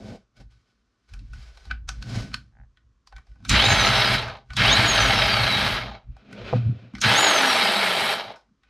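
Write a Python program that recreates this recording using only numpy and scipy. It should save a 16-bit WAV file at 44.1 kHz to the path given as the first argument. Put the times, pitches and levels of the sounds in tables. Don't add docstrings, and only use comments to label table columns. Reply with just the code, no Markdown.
import sys
import numpy as np
from scipy import signal
from scipy.fft import rfft, irfft, next_fast_len
from scipy.io import wavfile
from scipy.ndimage import uniform_filter1d

SR = 44100
rng = np.random.default_rng(int(sys.argv[2]) if len(sys.argv) > 2 else 0)


def generate_wav(signal):
    frames = np.transpose(np.atleast_2d(signal))
    scaled = np.clip(frames, -1, 1) * 32767
    pcm = np.round(scaled).astype(np.int16)
    wavfile.write(sys.argv[1], SR, pcm)


def invert_db(level):
    return 10 ** (np.asarray(level, dtype=float) / 20)


N = 383229
T = np.arange(N) / SR
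LIFTED_S = 6.5

# (frequency [Hz], width [Hz], level [dB])
SHELL = [(780, 60, -8), (1500, 40, 0), (2250, 110, -10)]


def unit(x):
    return x / np.sqrt(np.mean(x ** 2) + 1e-20)


def noise():
    return rng.standard_normal(N)


def colour(x, points):
    hz, db = np.transpose(points)
    size = next_fast_len(len(x))
    axis = np.log(np.arange(size // 2 + 1) * SR / size + 1)
    gain = invert_db(np.interp(axis, np.log(hz), db))
    return irfft(rfft(x, size) * gain, size)[:len(x)]


def band(x, lo_hz, hi_hz):
    return signal.sosfilt(signal.butter(3, [lo_hz, hi_hz], "band", fs=SR, output="sos"), x)


def resonate(x, modes):
    return sum(invert_db(db) * signal.lfilter(*signal.iirpeak(hz, hz / width, SR), x) for hz, width, db in modes)


def walk(rate):
    hold = int(SR / rate)
    levels = np.repeat(rng.standard_normal(N // hold + 1), hold)
    return 1.2 * uniform_filter1d(levels, hold)[:N]


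def grit(spread_db):
    return unit(noise() * invert_db(spread_db * np.minimum(rng.exponential(size=N), 6)))


def swells(rows):
    power, t = 0, T[::32]
    for s, rise_s, fall_s, *levels_db in rows:
        shape = invert_db(-20 * np.where(t < s, (s - t) / rise_s, (t - s) / fall_s))
        power = power + (invert_db(np.array(levels_db))[:, None] * shape) ** 2
    return [np.interp(T, t, gain) for gain in np.sqrt(power)]


def rotor():
    # (on [s], off [s], brake [s], top fan whine [Hz], coasting loss [1/s])
    blips = [
        (3.49, 3.672, 4.15, 6820, .76),
        (4.565, 4.785, 5.745, 7230, .737),
        (7.014, 7.21, 8.13, 7025, .725),
    ]
    start_hz, spin_up_s, brake_per_s = 910, .143, 5.0
    drag_per_s2, drag_s = .135, .7
    rattle_level_db, attack_db, attack_s, sag_db_per_s = -18.5, -16, .014, 5.5
    brake_step_db, brake_step_s = -3.5, .02
    brake_db_per_s, grip_s, grip_db_per_s = 100, .2, 190
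    hz, db = np.full(N, 1. * start_hz), np.full(N, -140.)
    since, braked = np.zeros(N), np.zeros(N)
    for on, off, brake, top_hz, coast in blips:
        now = T >= on
        t = T[now] - on
        slowed = np.clip(T[now] - brake, 0, None)
        free = np.clip(T[now] - off, 0, None)
        up = np.tanh(np.minimum(t, off - on) / spin_up_s) / np.tanh((off - on) / spin_up_s)
        down = coast * free + drag_per_s2 * np.minimum(free, drag_s) ** 2
        down = down + brake_per_s * np.minimum(slowed, .4)
        hz[now] = (start_hz + (top_hz - start_hz) * up) * np.exp(-down)
        attack = attack_db * np.exp(-t / attack_s)
        step = brake_step_db * (1 - np.exp(-slowed / brake_step_s))
        fade = brake_db_per_s * slowed + grip_db_per_s * np.clip(slowed - grip_s, 0, None)
        db[now] = rattle_level_db + step + attack - sag_db_per_s * t - fade
        since[now], braked[now] = t, np.minimum(slowed, .3)
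    return hz, db, since, braked


def air():
    # (frequency [Hz], density [dB per Hz])
    tone = [(150, -21.5), (250, 0), (413, 2.5), (535, -4.5), (870, -10), (1090, 0.5), (2260, -11.5),
            (6180, -13.5), (12000, -38), (15600, -59.5), (22000, -120)]
    return invert_db(-79) * unit(colour(noise(), tone))


def rubbing():
    # (time [s], 20 dB rise [s], 20 dB fall [s], level [dB], lows [dB])
    rubs = [(.1, .25, .1, -54, 3), (.16, .5, .025, -58, 12), (.37, .015, .1, -62, -10),
            (.41, .05, .03, -58, 0), (.51, .015, .22, -69, -14), (.69, .12, .2, -75, -8),
            (1.09, .012, .3, -64, -14), (1.34, .012, .3, -58, -16), (1.42, .15, .2, -57, -14),
            (1.49, .04, .05, -62, -2), (1.68, .6, .08, -60, -8), (1.9, .015, .3, -59, -12),
            (2.1, .06, .2, -48, -7), (2.16, .13, .15, -39.5, -5.5), (2.23, .1, .04, -47, -6),
            (2.3, .1, .11, -61, -11), (3.28, .1, .3, -74, -4), (3.48, .1, .02, -67, -10),
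            (4.53, .06, .05, -58, -10), (6.2, .2, .5, -68, -6), (6.4, .14, .4, -51, 6),
            (6.5, .2, .14, -41, -1), (6.565, .08, .06, -44, -3), (6.8, .2, .3, -62, -6),
            (6.67, .3, .35, -58, 3), (6.99, .1, .06, -60, -7), (8.69, .08, .05, -68, -12)]
    # (frequency [Hz], width [Hz], level [dB])
    turned_shell = [(1420, 160, 3), (2420, 260, 1)]
    turned = T > 5.9
    rub, deep = swells([(s, rise, fall, db, db + lows_db) for s, rise, fall, db, lows_db in rubs])
    grains = grit(1.9) * invert_db(1.1 * walk(90))
    grains = grains + np.where(turned, resonate(grains, turned_shell), 2.3 * resonate(grains, SHELL))
    middle = rub * unit(band(grains, 1000, 4000))
    lows = deep * unit(band(grains, 350, 690))
    highs = unit(colour(band(grains, 3800, 12000), [(5000, 0), (12000, -24)]))
    highs = rub * invert_db(-3 - 11 * turned) * highs

    start_s, end_s, slips_per_s, creak_db = 2.52, 2.65, 65, -63
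    slips = np.diff(np.floor(slips_per_s * T + .15 * walk(40)), prepend=0) > 0
    swell = np.sin(np.pi * np.clip((T - start_s) / (end_s - start_s), 0, 1) ** 1.5) ** .5
    creak = unit(resonate(slips * invert_db(2 * noise()), [(800, 130, 11), (1590, 310, 8), (2400, 500, -18)]))
    return middle + lows + highs + invert_db(creak_db) * swell * band(creak, 500, 2050)


def clicks():
    # (time [s], peak [dB], ring [Hz], brightness [dB], crack [Hz])
    fingers = [(.119, -40, 900, -8, 3000), (.366, -55.5, 2330, 2, 5000), (1.136, -36.5, 1510, 3, 2550),
               (1.191, -46.5, 2600, 4, 3950), (1.333, -35.5, 1450, -4, 2600), (1.572, -43, 821, 5, 4100),
               (1.653, -41, 832, 3, 4100), (1.71, -13, 1560, -17, 4700), (1.889, -18, 1400, .5, 6200),
               (2.024, -29.5, 1480, 2, 4500), (2.316, -37, 1600, -8, 3000), (2.341, -14, 1430, 2, 4300),
               (2.771, -45.5, 1890, -10, 4000), (3.072, -41, 1000, 3, 4700), (3.124, -38, 748, -11.5, 2200),
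               (3.163, -33.5, 1900, -5, 3800), (3.181, -39, 1200, -10, 2100), (3.268, -54, 799, -3, 5000),
               (3.315, -54, 1900, -8, 5000), (3.356, -52, 830, -10, 2600), (3.402, -52, 830, -10, 2600),
               (3.425, -52, 900, -6, 3500), (6.166, -39, 703, -8, 2600), (6.311, -44, 600, -8, 2500),
               (6.327, -32, 2070, -3, 3000), (8.489, -66, 1320, -12.5, 4000),
               (8.633, -50.5, 1700, -5, 4000)]
    # (time [s], peak [dB], ring [Hz], brightness [dB], crack [Hz])
    switches = [(3.449, -29, 1440, .5, 3800), (3.493, -12, 2090, 7, 7000), (4.139, -13, 2060, -3, 4000),
                (4.279, -24.5, 834, -10, 2500), (4.368, -46, 1700, -3, 4500), (4.503, -28, 1330, -11, 4000),
                (4.533, -32, 1130, 2, 4500), (4.566, -19, 1900, 8, 3400), (6.936, -43, 888, -8, 3000),
                (6.95, -26, 1990, -9, 5500), (6.982, -33, 1390, -3, 4500), (7.014, -21, 2170, 10, 6500),
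                (8.359, -41, 1330, -6, 5000), (8.409, -54, 759, -5, 4000)]
    lead_s = .018
    events = [(*c, -21 - .3 * (c[1] + 35)) for c in fingers] + [(*c, -12) for c in switches]
    out, t = np.zeros(N + SR), T[:SR // 5]
    after = np.clip(t - lead_s, 0, None)
    lead = invert_db(-21.5) * (t / lead_s) ** 2 * (t < lead_s)
    for s, peak_db, ring_hz, bright_db, crack_hz, tail_db in events:
        grip = rng.standard_normal((len(SHELL), 2))
        tail = invert_db(tail_db - 60 * after / .2)
        snap = np.minimum(after / .0017, 1) * (np.exp(-after / .0026) + tail)
        burst = rng.standard_normal(len(t)) * (lead + snap)
        gripped = []
        for (hz, width, db), (shift, damp) in zip(SHELL, grip):
            mode_db = db + 2 * damp + 9 - 9 * abs(np.log2(hz / ring_hz))
            gripped.append((hz * (1 + .01 * shift), width, mode_db))
        ring = resonate(burst, [(ring_hz, 300, 0), (1.5 * ring_hz, 600, -10)]) + resonate(burst, gripped)
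        ring = band(ring, 550, 4000)
        crack = colour(band(burst, 2300, 13000), [(5500, 4.5), (9000, -8), (14000, -20)])
        crack = crack + 2.5 * resonate(crack, [(crack_hz, crack_hz / 8, 0)])
        hit = ring / np.abs(ring).max() + invert_db(bright_db) * crack / np.abs(crack).max()
        start = int((s - lead_s) * SR)
        out[start:start + len(t)] += invert_db(peak_db - 4) * hit
    return out[:N]


def bench():
    # (time [s], 20 dB rise [s], 20 dB fall [s], thump [dB], board [dB])
    pushes = [(.12, .5, .1, -48, -50), (.41, .06, .17, -44, -48.5), (1.125, .025, .5, -33, -59),
              (1.36, .1, .13, -39, -44), (1.68, .06, .4, -34, -62), (1.85, .2, .2, -38, -56),
              (2.0, .15, .1, -38, -46), (2.18, .17, .15, -33, -32), (2.38, .1, .1, -42, -50),
              (2.61, .2, .13, -46, -54), (2.9, .2, .13, -55, -65), (3.19, .08, .045, -36, -59),
              (3.32, .05, .2, -44, -62), (3.52, .03, .12, -17, -28), (3.73, .15, .15, -30, -22),
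              (4.51, .02, .2, -37, -51), (4.61, .08, .16, -27, -24), (4.81, .15, .2, -35, -27),
              (6.1, .07, .1, -37, -45), (6.46, .2, .2, -46, -42), (6.7, .12, .065, -46, -20),
              (6.95, .03, .2, -46, -52)]
    # (time [s], 20 dB rise [s], 20 dB fall [s], board [dB], upper board [dB])
    taps = [(.14, .4, .05, -40, -40), (.41, .05, .05, -55, -53), (1.23, .07, .06, -48, -51),
            (1.72, .04, .08, -48, -47), (1.91, .04, .1, -48, -53), (2.18, .17, .17, -30, -33.5),
            (3.44, .08, .1, -45, -52), (3.52, .04, .25, -26, -25), (6.34, .12, .5, -52, -44),
            (6.56, .04, .06, -20, -26), (6.94, .015, .15, -46, -38), (6.84, .06, .08, -44, -48),
            (7.06, .03, .15, -22, -27), (8.52, .07, .05, -70, -63)]
    # (frequency [Hz], width [Hz], level [dB])
    thump_modes = [(38, 25, -6.5), (55, 10, 10)]
    board_modes = [(104, 75, -11), (117, 27, 12.5)]
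    upper_modes = [(200.6, 30, 2.5), (222.2, 58, -2)]
    # (thump [dB], board [dB], upper board [dB])
    shake_levels = [-14, -9.5, -15]
    lifted_levels = [-25, -18, -5.5]
    # (thump [dB/s], board [dB/s], upper board [dB/s])
    lingers = [70, 50, 45]
    # (thump [dB], board [dB], upper board [dB])
    rest_levels = [-74, -84, -80]
    thump_push, board_push = swells(pushes)
    board_tap, upper_tap = swells(taps)
    drives = [thump_push, np.hypot(board_push, board_tap), np.hypot(invert_db(-14) * board_push, upper_tap)]
    thump = unit(resonate(resonate(noise(), thump_modes), [(47.3, 20, 0)]))
    board = unit(band(resonate(noise(), board_modes), 80, 140))
    upper = unit(band(resonate(noise(), upper_modes), 160, 313.4))
    _, rattle_db, _, braked = rotor()
    parts = zip([thump, board, upper], drives, rest_levels, shake_levels, lifted_levels, lingers)
    out = 0
    for part, push, rest_db, shake_db, lifted_db, linger in parts:
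        shake_db = rattle_db + linger * braked + shake_db + lifted_db * (T > LIFTED_S)
        shake = invert_db(shake_db + 2.2 * walk(8))
        out = out + part * np.sqrt(push ** 2 + shake ** 2 + invert_db(rest_db) ** 2)
    return out


def trimmer():
    # (frequency [Hz], density [dB per Hz])
    rattle_curve = [(160, -33.5), (280, 6), (405, -8), (807, 1.5), (938, -7.5), (1330, 5), (2490, 6.5),
                    (3910, 3), (4550, 2), (6580, -13), (8190, -33), (12500, -53.5), (15500, -42)]
    # (frequency [Hz], width [Hz], level [dB])
    housing = [(1345, 120, -3), (1670, 180, -7), (2200, 130, -3), (2840, 120, -8.5), (3210, 140, -4),
               (3860, 320, -3)]
    housing_lows = [(420, 220, -8.5), (647, 110, -1), (772, 80, -2.5), (846, 89, -7.5)]
    # (frequency [Hz], level [dB])
    flat_vent = [(3450, -40), (3650, -26), (4950, -29), (5700, -39), (6030, -27), (6250, -33), (6600, -26),
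                 (6950, -44)]
    turned_vent = [(4400, -42), (4800, -28), (5250, -38), (5550, -28), (5880, -36), (6300, -23),
                   (6800, -25), (7100, -27)]
    # (multiple of shaft rate, level against rattle [dB])
    gear_lines = [(11.55, -17), (13.55, -18), (23, -30), (25.1, -24)]
    fan_blades, teeth, turns_per_stroke = 22, 12.55, 6.6
    whine_hz, rattle_db, since, braked = rotor()
    lifted = T > LIFTED_S
    choke_db = 300 * braked

    turns = np.cumsum(whine_hz / fan_blades * (1 + .0015 * walk(60))) / SR
    stroke = turns / turns_per_stroke + .25 * walk(9)
    slap = 1 + .3 * np.cos(np.pi * stroke) ** 4 * invert_db(2.5 * walk(30))
    chatter = grit(1.8) * invert_db(1.5 * walk(350))
    chatter = chatter * slap * (1 + .1 * np.sin(2 * np.pi * turns))
    panels = sum(resonate(chatter * invert_db(3 * walk(25)), [mode]) for mode in housing)
    rattle = colour(chatter + 1.31 * panels, rattle_curve)
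    middle = rattle / np.std(band(rattle, 1000, 5000))

    lows_db = -6 - 16 * np.exp(-since / .04) + 48 * braked + 2.1 * lifted
    lows = unit(band(resonate(chatter, housing_lows), 350, 1300)) * invert_db(lows_db)
    hiss_db = -23.8 + 1.5 * np.log2(whine_hz / 6000) - 55 * braked + 6 * lifted - 5 * np.exp(-since / .12)
    hiss = band(np.roll(chatter, -SR), 7500, 12800)
    hiss = unit(colour(hiss, [(8000, 0), (12500, -9)])) * invert_db(hiss_db)
    fizz_db = hiss_db - 13.2 + 10 * np.minimum(since, 1.2) - 3 * lifted
    fizz = band(np.roll(chatter, SR), 10500, 15500)
    fizz = unit(colour(fizz, [(11000, 0), (14500, -14), (15500, -26)])) * invert_db(fizz_db)
    body = band(middle, 900, 8000) + fizz + lows + hiss + .4 * band(middle, 170, 490)

    flat_db, turned_db = (np.interp(whine_hz, *np.transpose(vent)) for vent in (flat_vent, turned_vent))
    whine_db = np.where(lifted, turned_db, flat_db) + np.minimum(rattle_db + 27, 0) - choke_db
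    whine_db = whine_db - 20 * (np.gradient(whine_hz) > 0) * np.clip((6100 - whine_hz) / 300, 0, 1)
    fan = np.sin(2 * np.pi * fan_blades * turns) * invert_db(3.5 * walk(40) - 3.5)

    gears = sum(np.sin(2 * np.pi * k * turns) * invert_db(db + 4 * walk(20) - choke_db) for k, db in gear_lines)
    gears = band(gears, 2000, 6700)

    pull = np.clip(uniform_filter1d(np.gradient(whine_hz) * SR, 900) / 12000, .05, 1)
    mesh = np.sin(2 * np.pi * teeth * turns) * pull * (.7 + .7 * walk(200))
    mesh = resonate(mesh, [(3500, 1300, 0), (1900, 700, -9)]) * invert_db(rattle_db - 6 * lifted)

    shaft_db = rattle_db - 15.7 + 1.5 * lifted + 2.2 * walk(8) - 14 * np.exp(-since / .1) - choke_db / 2
    shaft_db = shaft_db + 1.8 * walk(25) - .5 * np.clip(170 - whine_hz / fan_blades, 0, 40)
    shaft = np.sin(2 * np.pi * turns) * invert_db(shaft_db)
    return invert_db(rattle_db) * (body + gears) + invert_db(whine_db) * fan + mesh + shaft


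def knock():
    # (time [s], peak [dB])
    bump = [
        (6.535, -9.5),
    ]
    # (frequency [Hz], level [dB], 60 dB decay [s])
    modes = [(118, 0, .5), (244, -10, .12), (500, -.5, .046), (654, -8, .04), (733, .5, .036),
             (899, -20, .03), (955, -20, .03), (1120, -25, .025)]
    (s, peak_db), = bump
    out, first = 0, int((s - .01) * SR)
    for lag_s, blow_db in [(-.006, -4), (0, 0)]:
        t = np.clip(T[first:first + SR // 2] - s - lag_s, 0, None)
        out = out + sum(invert_db(blow_db + db - 60 * t / t60) * np.sin(2 * np.pi * hz * t) for hz, db, t60 in modes)
    padded = np.pad(band(out, 60, 1500), (first, N - first - len(out)))
    return invert_db(peak_db) * padded / np.abs(out).max()


def sides(mid, scatter):
    # (frequency [Hz], level [dB])
    side_share = [(60, -23), (110, -27), (200, -14.5), (380, -6), (700, -21), (1290, -26.5), (2380, -21.5),
                  (4400, -13), (8120, -5.5), (15000, 9.5)]
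    # (from [s], to [s], level [dB])
    wide_spans = [(2.349, 3.45, 3.5), (3.438, 4.001, 12.5), (4.01, 4.34, 3.5), (4.559, 4.872, -8.5),
                  (5.156, 5.255, -2), (5.45, 5.556, -3.5), (5.783, 5.817, -2), (6.947, 7.042, -6),
                  (7.134, 7.166, -9.5), (7.485, 7.587, -4), (7.788, 7.849, -5.5), (8.135, 8.305, -3)]
    side = colour(signal.fftconvolve(mid, scatter)[:N], side_share)
    wide = sum(invert_db(db - 12) * ((T > start) & (T < end)) for start, end, db in wide_spans)
    treble = band(side, 11000, 16000)
    below = side - colour(side, [(10000, -63.5), (11500, -.5)])
    return below * uniform_filter1d(wide, size=400) + invert_db(-4.5) * treble


def scene():
    near = trimmer() + rubbing() + clicks() + knock()
    t = T[:SR // 5]
    decay_s = np.array([[.16], [.05]])
    wall = rng.standard_normal((2, len(t))) * invert_db(-60 * t / decay_s)
    wall /= np.sqrt((wall ** 2).sum(axis=1)[:, None])
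    mid = near + invert_db(-11) * signal.fftconvolve(near, wall[0])[:N] + bench() + air()
    side = sides(mid, wall[1])
    return np.array([mid + side, mid - side])


def band_limit(x):
    return signal.sosfilt(signal.butter(12, 15710, fs=SR, output="sos"), x)


def record(dry):
    mix = np.tanh(1.279 * dry) / 1.236
    return band_limit(mix)


dry = scene()
out = record(dry)
generate_wav(out)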